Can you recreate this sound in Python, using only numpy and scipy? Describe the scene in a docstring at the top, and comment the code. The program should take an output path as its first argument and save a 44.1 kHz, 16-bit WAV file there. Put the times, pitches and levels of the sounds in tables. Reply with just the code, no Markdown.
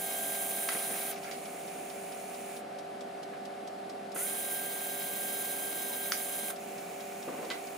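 """A stepper motor whines and hisses over the throbbing hum of a lathe, indexing the tool turret twice.
The step rate sets the whine, the gears rattle, and a steel pawl snaps into the ratchet and chatters.
At rest the chopped holding current sizzles. Mains and fan motors beat to make the throb; air rushes.
Something ticks faintly and evenly; near the end come a few dull knocks and a metal clack."""
import sys
import numpy as np
from scipy import signal
from scipy.fft import rfft, irfft
from scipy.io import wavfile

SR = 44100
rng = np.random.default_rng(int(sys.argv[2]) if len(sys.argv) > 2 else 0)


def output_pcm(signal):
    """Save a mono or channel-first signal as 16-bit PCM at the path in sys.argv[1].

    Samples are clipped to [-1, 1] before scaling.
    """
    pcm = np.clip(np.atleast_2d(signal).T, -1, 1) * 32767
    wavfile.write(sys.argv[1], SR, np.round(pcm).astype(np.int16))


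N = 342657
T = np.arange(N) / SR
HZ = np.fft.rfftfreq(N, 1 / SR)


def amp(db):
    """Decibels to gain."""
    return 10 ** (np.asarray(db) / 20)


def unit(x):
    """Scales to rms 1."""
    return x / np.sqrt(np.mean(x ** 2) + 1e-20)


def at_hz(points, hz):
    """Interpolates a table on a log-frequency axis."""
    f, value = np.transpose(points)
    return np.interp(np.log(hz + 1), np.log(f), value)


def curves(rows):
    """Each column of a time table, sample by sample."""
    times, *columns = np.transpose(rows)
    return [np.interp(T, times, column) for column in columns]


def pan(lean_db):
    """Channel gains for a left-minus-right level."""
    return amp(np.array([[lean_db], [-lean_db]]) / 2)


def add(mix, start_s, sound):
    """Mixes a sound in at start_s."""
    part = mix[:, max(round(start_s * SR), 0):][:, :sound.shape[1]]
    part += sound[:, :part.shape[1]]


def drift(rate_hz):
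    """Slow random motion of rms 1."""
    return unit(irfft(rfft(rng.standard_normal(N)) * np.exp(-(HZ / rate_hz) ** 2), N))


def decay(t60, size=16384):
    """Envelope falling 60 dB in t60 seconds."""
    return amp(-60 * np.arange(size) / SR / max(t60, 1e-3))


def switched(start, stop, on_s, off_s):
    """Envelope with a linear rise at start and a linear fall after stop."""
    return np.clip((T - start) / on_s, 0, 1) * np.clip(1 - (T - stop) / off_s, 0, 1)


def fading(start, stop, on_s, t60):
    """Envelope with a linear rise at start and an exponential fall after stop."""
    return np.clip((T - start) / on_s, 0, 1) * amp(-60 * np.maximum(T - stop, 0) / t60)


def impulse(gain_db):
    """Minimum-phase click of a given spectrum, energy 1."""
    log_gain = np.log(amp(np.concatenate([gain_db, gain_db[-2:0:-1]])))
    click = np.fft.ifft(np.exp(signal.hilbert(log_gain).conj())).real
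    return click / np.linalg.norm(click)


def reflections(t60):
    """Dense stereo echoes: decaying noise of energy near 1 per channel."""
    fall = decay(t60)
    return rng.standard_normal((2, len(fall))) * fall / np.linalg.norm(fall)


# Stereo likeness of the noises. Each row: frequency in Hz, coherence 0-1.
COHERENCE = [(30, .65), (130, .97), (300, .9), (600, .75), (1200, .55), (2500, .4), (5000, .52),
             (9000, .82), (15000, .83)]

def noise(spectrum, gate=1, lead_rad=0, white=None):
    """Stereo noise of rms 1, gated, then coloured; the left channel leads by lead_rad."""
    white = rng.standard_normal((2, N)) if white is None else white
    shared, separate = rfft(white * gate)
    coherence = at_hz(COHERENCE, HZ)
    left = shared * np.exp(1j * lead_rad)
    right = coherence * shared + np.sqrt(1 - coherence ** 2) * separate
    return unit(irfft(np.array([left, right]) * amp(at_hz(spectrum, HZ)), N))


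def bursts(rows, spectrum, rise_s):
    """Short swells of coloured noise. Each row: start in seconds, level in dB, t60 in seconds."""
    envelope = np.zeros((1, N))
    for start, db, t60 in rows:
        fall = decay(t60)
        rise = 1 - np.exp(-T[:len(fall)] / rise_s)
        add(envelope, start, amp(db) * (fall * rise)[None])
    return np.sqrt(np.mean(envelope ** 2)) * noise(spectrum, envelope)


# Fan rush and fan hiss. Each row: frequency in Hz, relative density in dB.
RUSH_SPECTRUM = [(20, -50), (70, -35), (110, -25.5), (145, -8), (185, -1), (260, 0.5), (360, -3.5),
                 (430, -2), (560, -2), (800, -5.5), (950, -16), (1300, -35), (3000, -70)]
AIR_SPECTRUM = [(500, -32), (930, -5.5), (1250, -2.5), (2400, -8), (3300, -12.5), (4500, -14.5),
                (6400, -20.5), (9500, -20.5), (12500, -25.5), (14500, -37), (16000, -58)]
# Stereo phase of the rush. Each row: frequency in Hz, left lead in radians.
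RUSH_LEAD_RAD = [(100, 0.22), (200, 0.18), (700, 0.62), (1500, 0.)]

def fans(rush_db=-49, air_db=-53):
    """Cabinet fans move cooling air: a low rush and a faint hiss."""
    rush = amp(rush_db) * noise(RUSH_SPECTRUM, lead_rad=at_hz(RUSH_LEAD_RAD, HZ)) * pan(-0.97)
    return rush + amp(air_db) * noise(AIR_SPECTRUM) * pan(0.47)


# Hum lines. Each row: frequency in Hz, relative level in dB, left minus right in dB,
# settled left lead in radians, extra dB before settling.
HUM_LINES = [(100.1, -74.9, 0, 0, 0), (197.8, -62, 1, .2, 0), (395.6, -51, -4.6, .4, 0),
             (472.4, -66, 0, .4, 0), (522.9, -68, -2, .5, 0), (572.5, -53.5, 5.6, .1, 0),
             (633, -61.5, -1.5, .3, 0), (672.5, -54, 1.8, .7, 7), (712.1, -52.8, 6.3, .4, 0),
             (733.1, -59, -7, -.1, 0), (751.7, -55, -2.2, -.1, -1), (772.6, -45.2, -2.6, -3, -2),
             (812.2, -68, -3.6, -.9, 6), (872.6, -66, 4, .4, 0), (974.4, -73, 0, .4, 0),
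             (1174.5, -72, 1, .6, 0), (1400, -75, 0, 0, 0), (1502, -69, 0, 0, 0), (1701, -72, 0, 0, 0),
             (2202, -74, 0, 0, 0), (2724, -76, 0, 0, 0)]
# Settling of the hum. Each row: time in seconds, unsettled share 0-1.
HUM_SETTLING = [(0, 1), (.8, 1), (1.1, .7), (1.5, .15), (2, 0)]

def hum(crest_s=3.152, waver_rad=0.11, flutter_db=0.74, gain_db=-0.54):
    """Mains and fan-motor lines beat into a quick throb, cresting together at crest_s."""
    out = np.zeros((2, N))
    unsettled = curves(HUM_SETTLING)[0]
    for hz, db, lean_db, lead_rad, early_db in HUM_LINES:
        phase = 2 * np.pi * hz * (T - crest_s) + waver_rad * drift(3.1)
        spread = lead_rad * (1 - unsettled / 2) / 2  # widens as it settles
        level_db = db + unsettled * early_db + flutter_db * drift(11.0)
        out += np.sqrt(2) * amp(level_db) * pan(lean_db) * np.cos([phase + spread, phase - spread])
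    return amp(gain_db) * out


# Tick colour. Each row: frequency in Hz, relative density in dB.
TICK_SPECTRUM = [(1500, -27), (2600, 0), (3300, 3.5), (4300, 2.5), (5400, 4.5), (6500, -3), (8000, -5),
                 (12000, -11), (16000, -37)]

def ticks(first_s=.1205, period_s=.222, db=-42.5, t60=0.06):
    """A faint, even ticking throughout."""
    rows = [(start, db, t60) for start in np.arange(first_s, T[-1], period_s)]
    return bursts(rows, TICK_SPECTRUM, rise_s=0.0035)


# Knocks. Each row: start in seconds, level in dB, t60 in seconds.
KNOCK_HITS = [(.75, -32.5, .083), (.9, -36.5, 0.12), (4.157, -38, .09), (7.276, -31, .17),
              (7.325, -40, .25), (7.38, -39, 0.22), (7.422, -36, 0.2), (7.505, -37, 0.11),
              (7.548, -38, 0.073)]
# Housing response. Each row: frequency in Hz, relative density in dB.
HOUSING_SPECTRUM = [(70, -45), (150, -6), (280, -1.5), (430, 0.5), (550, 3), (660, -9), (850, -10),
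                    (1080, -8), (1400, -17), (2000, -19), (5000, -34), (16000, -60)]

def knocks():
    """Dull knocks on the housing."""
    return bursts(KNOCK_HITS, HOUSING_SPECTRUM, rise_s=0.0045)


# Scrapes. Each row: start in seconds, level in dB, t60 in seconds.
SCRAPE_STROKES = [(.622, -41, 0.094), (.715, -41, .25), (.92, -46, .4), (1.27, -44, 0.27), (3.33, -47, .17),
                  (4.155, -48, 0.21), (7.315, -48, .1), (7.378, -48, .1)]
# Scrape colour. Each row: frequency in Hz, relative density in dB.
SCRAPE_SPECTRUM = [(100, -50), (600, -12), (950, -5), (1400, 1), (2200, 2), (3000, -8), (6000, -28),
                   (16000, -50)]

def scrapes():
    """Metal scrapes lightly."""
    return bursts(SCRAPE_STROKES, SCRAPE_SPECTRUM, rise_s=0.004)


# Tap. Each row: start in seconds, level in dB, t60 in seconds.
TAP_HITS = [(5.9, -45, .2)]
# Hollow resonance. Each row: frequency in Hz, relative density in dB.
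TAP_SPECTRUM = [(100, -60), (820, -25), (970, 0), (1120, -22), (3000, -60)]

def tap():
    """One small hollow tap."""
    return bursts(TAP_HITS, TAP_SPECTRUM, rise_s=.005)


# Pawl chatter. One row: start and stop in seconds, level in dB, hits per second, t60 in seconds.
CHATTER = (.7, 1.18, -51, 90, 0.1045)
# Chatter colour. Each row: frequency in Hz, relative density in dB.
CHATTER_SPECTRUM = [(100, -50), (700, -10), (1300, 0), (1800, -3), (2250, 3), (3000, -6), (4200, -6.5),
                    (5800, -6), (7500, -12), (16000, -40)]

def pawl_chatter(scatter_db=2):
    """Once dropped in, the pawl chatters at random along the ratchet."""
    start, stop, db, hits_per_s, t60 = CHATTER
    count = round((stop - start) * hits_per_s)
    slot_s = (stop - start) / count
    rows = [(start + slot_s * (k + rng.random()), db + scatter_db * rng.uniform(-1, 1), t60)
            for k in range(count)]
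    return bursts(rows, CHATTER_SPECTRUM, rise_s=.0005)


# Steel impacts. Each row: start in seconds, relative level in dB, scatter t60 in seconds,
# tilt in dB per octave, enclosure echo in dB, blend from pawl (0) to clamp (1).
CLACK_HITS = [(.6877, -31, .02, -4, -2, .4), (.6896, -24.3, .03, -2, 1, .42), (.694, -34, .025, -5, 0, .4),
              (.7505, -37, .02, -6, 7, .35), (1.244, -43, .05, -2.5, 13, .32),
              (1.3125, -37, .03, 4, 9.5, .76), (4.162, -32, .06, -9, 0, .55),
              (6.1208, -20.3, .02, 1.2, 2, .08), (6.504, -36, .025, -8, 0, .3),
              (7.5026, -30.3, .02, 1, 2, 1), (7.5076, -33.5, .034, -2, 3, 1), (7.5121, -32, .027, -2, 4, 1),
              (7.5166, -33, .027, 1.5, 5, 1), (7.546, -43, .04, -4, 10, .8)]
# Struck pawl and clamp. Each row: frequency in Hz, relative density in dB.
PAWL_SPECTRUM = [(100, -52), (400, -26), (950, -16), (1280, 3), (1750, -1.5), (2200, 1.5), (2700, -9),
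                 (3300, -4), (4150, -17), (4700, 3), (5200, -3), (6000, 0), (7300, -17), (16000, -28)]
CLAMP_SPECTRUM = [(100, -42), (400, -11), (750, -11), (1000, -7), (1300, -6.5), (1520, 0.5), (1720, -11),
                  (2000, 0), (2350, -8.5), (2800, -7), (3150, -4.5), (3600, -6.5), (4200, -5),
                  (5200, -14.5), (10000, -24), (16000, -38)]
# Turret disc modes. Each row: frequency in Hz, relative level in dB, t60 in seconds.
DISC_MODES = [(1136, 3, .055), (1590, -9, .1), (2014, 4, .15), (2466, -5, .09), (3117, -4, .12),
              (3950, 1, .035), (4393, -3, .12), (4484, -10, .18)]

def clacks(ring_db=-2.5, scatter_db=-1, enclosure_t60=0.23, gain_db=14):
    """Steel on steel: a crack scattered in the casting, a short disc ring, an enclosure echo."""
    out = np.zeros((2, N))
    hz = np.fft.rfftfreq(1024, 1 / SR)
    octaves = np.log2(np.maximum(hz, 500) / 2000)
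    size = 16384
    ring = sum(amp(db) * decay(t60) * np.sin(2 * np.pi * f * T[:size]) for f, db, t60 in DISC_MODES)
    ring *= amp(ring_db) / np.linalg.norm(ring)
    for start, db, t60, tilt_db, echo_db, clamp in CLACK_HITS:
        colour_db = (1 - clamp) * at_hz(PAWL_SPECTRUM, hz) + clamp * at_hz(CLAMP_SPECTRUM, hz)
        crack = impulse(colour_db + tilt_db * octaves)
        casting = reflections(t60)
        paths = amp(scatter_db) * (casting + casting[::-1] / 2)  # channels cross-feed
        paths += amp(echo_db) * reflections(enclosure_t60)
        paths[:, 0] += 1  # direct sound
        sound = signal.fftconvolve(paths, crack[None], axes=1)[:, :size] + clamp * ring
        add(out, start, amp(db + gain_db) * sound * pan(-2.5))
    return out


# Holding current. Each row: start and stop in seconds, sizzle in dB, strain in dB, beat depth 0-1.
HOLD_SPANS = [(1.097, 2.575, -51, -57, 0.49), (6.487, 8, -51, -70, 0.41)]
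# Coil sizzle at rest and under strain. Each row: frequency in Hz, relative density in dB.
SIZZLE_SPECTRUM = [(1200, -24), (2300, 8.5), (3300, -4.5), (4800, -8), (6000, -3), (7000, 0.5),
                   (8000, -2.5), (9200, -3.5), (10300, -0.5), (11300, -5.5), (12900, -11), (14000, -3),
                   (14700, -0.5), (15700, -12)]
STRAIN_SPECTRUM = [(100, -80), (7800, -34), (8300, -7), (8650, -8), (8900, -0.5), (9550, 0.5),
                   (10000, -1.5), (10600, -4), (11000, -18), (16000, -55)]

def holding_current(beat_hz=218, sharpness=1.25):
    """The choppers of the two coils beat, so their sizzle comes in quick spurts."""
    phase = 2 * np.pi * np.cumsum(beat_hz + 1.5 * drift(6)) / SR
    spurts = unit(np.exp(-sharpness * np.sqrt(phase % (2 * np.pi))))
    out = np.zeros((2, N))
    for start, stop, sizzle_db, strain_db, depth in HOLD_SPANS:
        gate = np.sqrt(1 - depth + depth * spurts ** 2)
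        sizzle = amp(sizzle_db) * noise(SIZZLE_SPECTRUM, gate)
        strain = amp(strain_db) * noise(STRAIN_SPECTRUM, gate)
        out += switched(start, stop, on_s=0.14, off_s=0.052) * (sizzle + strain)
    return out * pan(-2.8)


STEP_HZ, STEPS_PER_CYCLE = 1588, 5  # full-speed step rate; steps per cycle of motor order 1


def roughness(steps, repeat_steps=75, locked_share=.6, lines=760, size=16384):
    """White roughness that partly repeats as the rotor turns, giving a dense comb of lines."""
    pattern = irfft(rng.standard_normal((2, lines)) + 1j * rng.standard_normal((2, lines)), size)
    position = steps / repeat_steps % 1
    repeating = unit(np.array([np.interp(position, np.arange(size) / size, side) for side in pattern]))
    return np.sqrt(locked_share) * repeating + np.sqrt(1 - locked_share) * rng.standard_normal((2, N))


# Gear noise. Each row: frequency in Hz, relative density in dB.
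GEAR_SPECTRUM = [(100, -53), (400, -1), (900, -2), (1400, -2.5), (1850, -1.5), (2150, 4.5), (2700, -2.5),
                 (3300, -2.5), (4000, -4), (5000, -8), (7000, -11), (12000, -48)]

def gear_rattle(steps, buzz=.4, rattle_db=2.2):
    """Meshing teeth buzz at motor order 1 and rattle at random."""
    teeth = (1 + buzz * np.cos(2 * np.pi * steps / STEPS_PER_CYCLE)) * amp(rattle_db * drift(170))
    return noise(GEAR_SPECTRUM, teeth, white=roughness(steps)) * pan(-.5)


# Coil hiss and its top fizz. Each row: frequency in Hz, relative density in dB.
COIL_SPECTRUM = [(100, -70), (2500, -17), (4300, -26), (5750, -20), (6400, -9.5), (6700, -12), (7050, -10),
                 (8000, -8.5), (8700, -13.5), (9000, -6.5), (9400, -10.5), (9800, -6), (10170, 1.5),
                 (10400, -1.5), (10700, -1), (11000, -7), (11400, -3), (11800, -7.5), (12900, -6),
                 (14000, -30)]
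FIZZ_SPECTRUM = [(100, -80), (10500, -43), (12900, -12), (13350, -1), (13700, -2), (14050, 2), (14700, 1),
                 (15300, -4.5), (15800, -13)]
# Stereo phase of hiss and whine. Each row: frequency in Hz, left lead in radians.
COIL_LEAD_RAD = [(0, 0), (780, 2.5), (1890, 0.46), (3190, -1.54), (3790, 1.5), (4130, -0.5), (6630, 0.4),
                 (8010, -2.05), (8960, 1), (10800, -1.8), (11200, -1), (12800, -2), (13400, -1),
                 (16100, -1.0)]

def coil_hiss(steps, hiss_db, strain_db, fizz_db, pulse_depth=0.4, unrest_db=0.86):
    """The coils hiss in pulses with the stepping and sizzle under strain."""
    phase = 2 * np.pi * steps / STEPS_PER_CYCLE
    pulses = (np.cos(2 * phase) + np.cos(4 * phase)) / 2
    gate = (1 + pulse_depth * pulses) * amp(unrest_db * drift(52))
    lead_rad = at_hz(COIL_LEAD_RAD, HZ)
    bands = [(hiss_db + 1.5, COIL_SPECTRUM), (strain_db + 1, STRAIN_SPECTRUM), (fizz_db, FIZZ_SPECTRUM)]
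    hiss = sum(amp(db) * noise(spectrum, gate, lead_rad, roughness(steps)) for db, spectrum in bands)
    return hiss * pan(-2.1)


# Whine lines. Each row: motor order (5 is the step tone), relative level in dB, left minus right in dB.
WHINE_LINES = [(5, -46.3, 2), (5.8, -64, 0), (6, -60, 1), (6.8, -65, 0), (7, -60.5, 7), (8, -65, 0),
               (9, -62, 1), (10, -53, -2), (10.5, -67, -2), (11, -64, -7), (12, -56.5, -8), (12.5, -68, -3),
               (13, -62.5, -7), (14, -65.5, 0), (15, -72, 0), (16, -60, -1), (18, -64.5, -5), (20, -59, 0),
               (22, -62.5, -10), (24, -60.5, -10), (26, -58.5, -3), (28, -55, -9), (30, -52.5, -2),
               (32, -47.5, -4), (33, -59.5, -1), (36, -57.5, -5), (38, -58, -6), (44, -57, -6)]
# Colour of the staggering rotor. Each row: motor order, extra level in dB.
STAGGER_DB = [(5, 2), (6, 1), (7, 8), (8, 12), (9, 0), (10, -10), (12, -4), (16, -8)]

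def whine(steps, stagger, whine_db, waver=0.36, shaking=.7, flutter_db=2.5, gain_db=-1.5):
    """The step tone, which swells most with load, and its flickering overtones."""
    flicker_steps, flicker_depth = 25, .27
    out = np.zeros((2, N))
    wobbles = [drift(26.0) for _ in range(5)]
    shake = shaking * stagger * drift(120)
    for order, db, lean_db in WHINE_LINES:
        phase_pick, level_pick = rng.permutation(len(wobbles))[:2]
        phase = 2 * np.pi * (order * steps / STEPS_PER_CYCLE + rng.random())
        phase += (waver * wobbles[phase_pick] + shake) * order / 10  # uneven steps blur high orders most
        flicker = 1 + flicker_depth * np.cos(2 * np.pi * (steps / flicker_steps + rng.random()))
        swell = amp(whine_db) if order == STEPS_PER_CYCLE else flicker
        level_db = db + whine_db + stagger * np.interp(order, *np.transpose(STAGGER_DB))
        level_db += flutter_db * min(order / 12, 1) * wobbles[level_pick]
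        lead_rad = at_hz(COIL_LEAD_RAD, order * STEP_HZ / STEPS_PER_CYCLE)
        out += np.sqrt(2) * swell * amp(level_db) * pan(lean_db) * np.cos([phase + lead_rad, phase])
    return amp(gain_db) * out


def rotor_motion(age_s, braking, start_speed=.82, mid_ramp_s=.076, ramp_s=.034, brake_sag=.025):
    """Steps turned and stagger 0-1: the rotor speeds up along an S, staggering halfway."""
    ramp = (1 + np.tanh((age_s - mid_ramp_s) / ramp_s)) / 2
    speed = start_speed + (1 - start_speed) * ramp - brake_sag * braking
    stagger = np.exp(-((age_s - mid_ramp_s) / .035) ** 2)
    return np.cumsum(STEP_HZ * speed) / SR, stagger


# Turret moves. Each row: start and stop in seconds, gear noise in dB.
TURRET_MOVES = [(-1, 1.117, -48.7), (4.142, 6.509, -50.3)]
# Motor levels, one list per move. Each row: time in seconds, then whine, hiss, strain, fizz in relative dB.
MOTOR_LEVELS_DB = [
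    [(0, -1.5, -41.5, -54, -42.5), (.35, -0.5, -40, -45, -40.5), (.5, -2.5, -41, -43.5, -41),
     (.75, -1, -41, -41, -42), (.92, -3, -43, -42.5, -43), (1.09, -3.5, -43.5, -47, -42)],
    [(4.16, -9, -44, -48, -48), (4.21, -1.5, -39, -39.5, -40), (4.35, -2.5, -42.5, -43, -43),
     (4.56, 0.5, -44, -45.5, -40.5), (4.75, -1.1, -44.5, -55, -43), (5, -1.3, -44, -56, -43),
     (5.37, -0.5, -42, -54, -40.5), (5.65, -1.1, -43, -56, -43), (6.1, -0.5, -43.5, -56, -41),
     (6.28, -2.5, -41.5, -49, -44.5), (6.49, -1, -42.5, -47, -44)],
]

def stepper_motor():
    """Each move: current drives the coils, the rotor follows, the gears take up the load, it brakes."""
    on_s, rotor_lag_s, cut_early_s, drive_t60 = 0.012, .02, 0.006, 0.14
    brake_s, brake_db, halt_s = .014, 5, .003
    jolt_db, jolt_s = 2.5, .12
    echo_db, echo_t60 = -9, .19  # whine and gears ring on in the enclosure
    move_index = np.searchsorted([move[0] for move in TURRET_MOVES[1:]], T)
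    start, stop, gears_db = np.array(TURRET_MOVES)[move_index].T
    whine_db, hiss_db, strain_db, fizz_db = curves([row for move in MOTOR_LEVELS_DB for row in move])
    age_s = np.maximum(T - start, 0)
    braking = np.clip(1 + (T - stop) / brake_s, 0, 1)
    steps, stagger = rotor_motion(age_s, braking)

    drive = fading(start, stop - cut_early_s, on_s, drive_t60)
    rotor = switched(start + rotor_lag_s, stop, on_s, halt_s) * amp(brake_db * braking)
    ringing = fading(start + rotor_lag_s, stop, on_s, echo_t60)
    hiss = drive * coil_hiss(steps, hiss_db, strain_db, fizz_db)
    gears = ringing * amp(gears_db + jolt_db * np.exp(-age_s / jolt_s)) * gear_rattle(steps)
    tone = np.maximum(rotor, amp(echo_db) * ringing) * whine(steps, stagger, whine_db)
    return tone + hiss + gears


def scene():
    """Small noises and hum of the lathe under the indexing turret."""
    background = ticks() + knocks() + scrapes() + tap() + hum() + fans()
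    return background + stepper_motor() + holding_current() + clacks() + pawl_chatter()


def record(dry):
    """Steep low-pass at 15750 Hz."""
    lowpass = signal.firwin(601, 15750, window=("kaiser", 8), fs=SR)
    return signal.oaconvolve(dry, lowpass[None], "same")


dry = scene()
out = record(dry)
output_pcm(out)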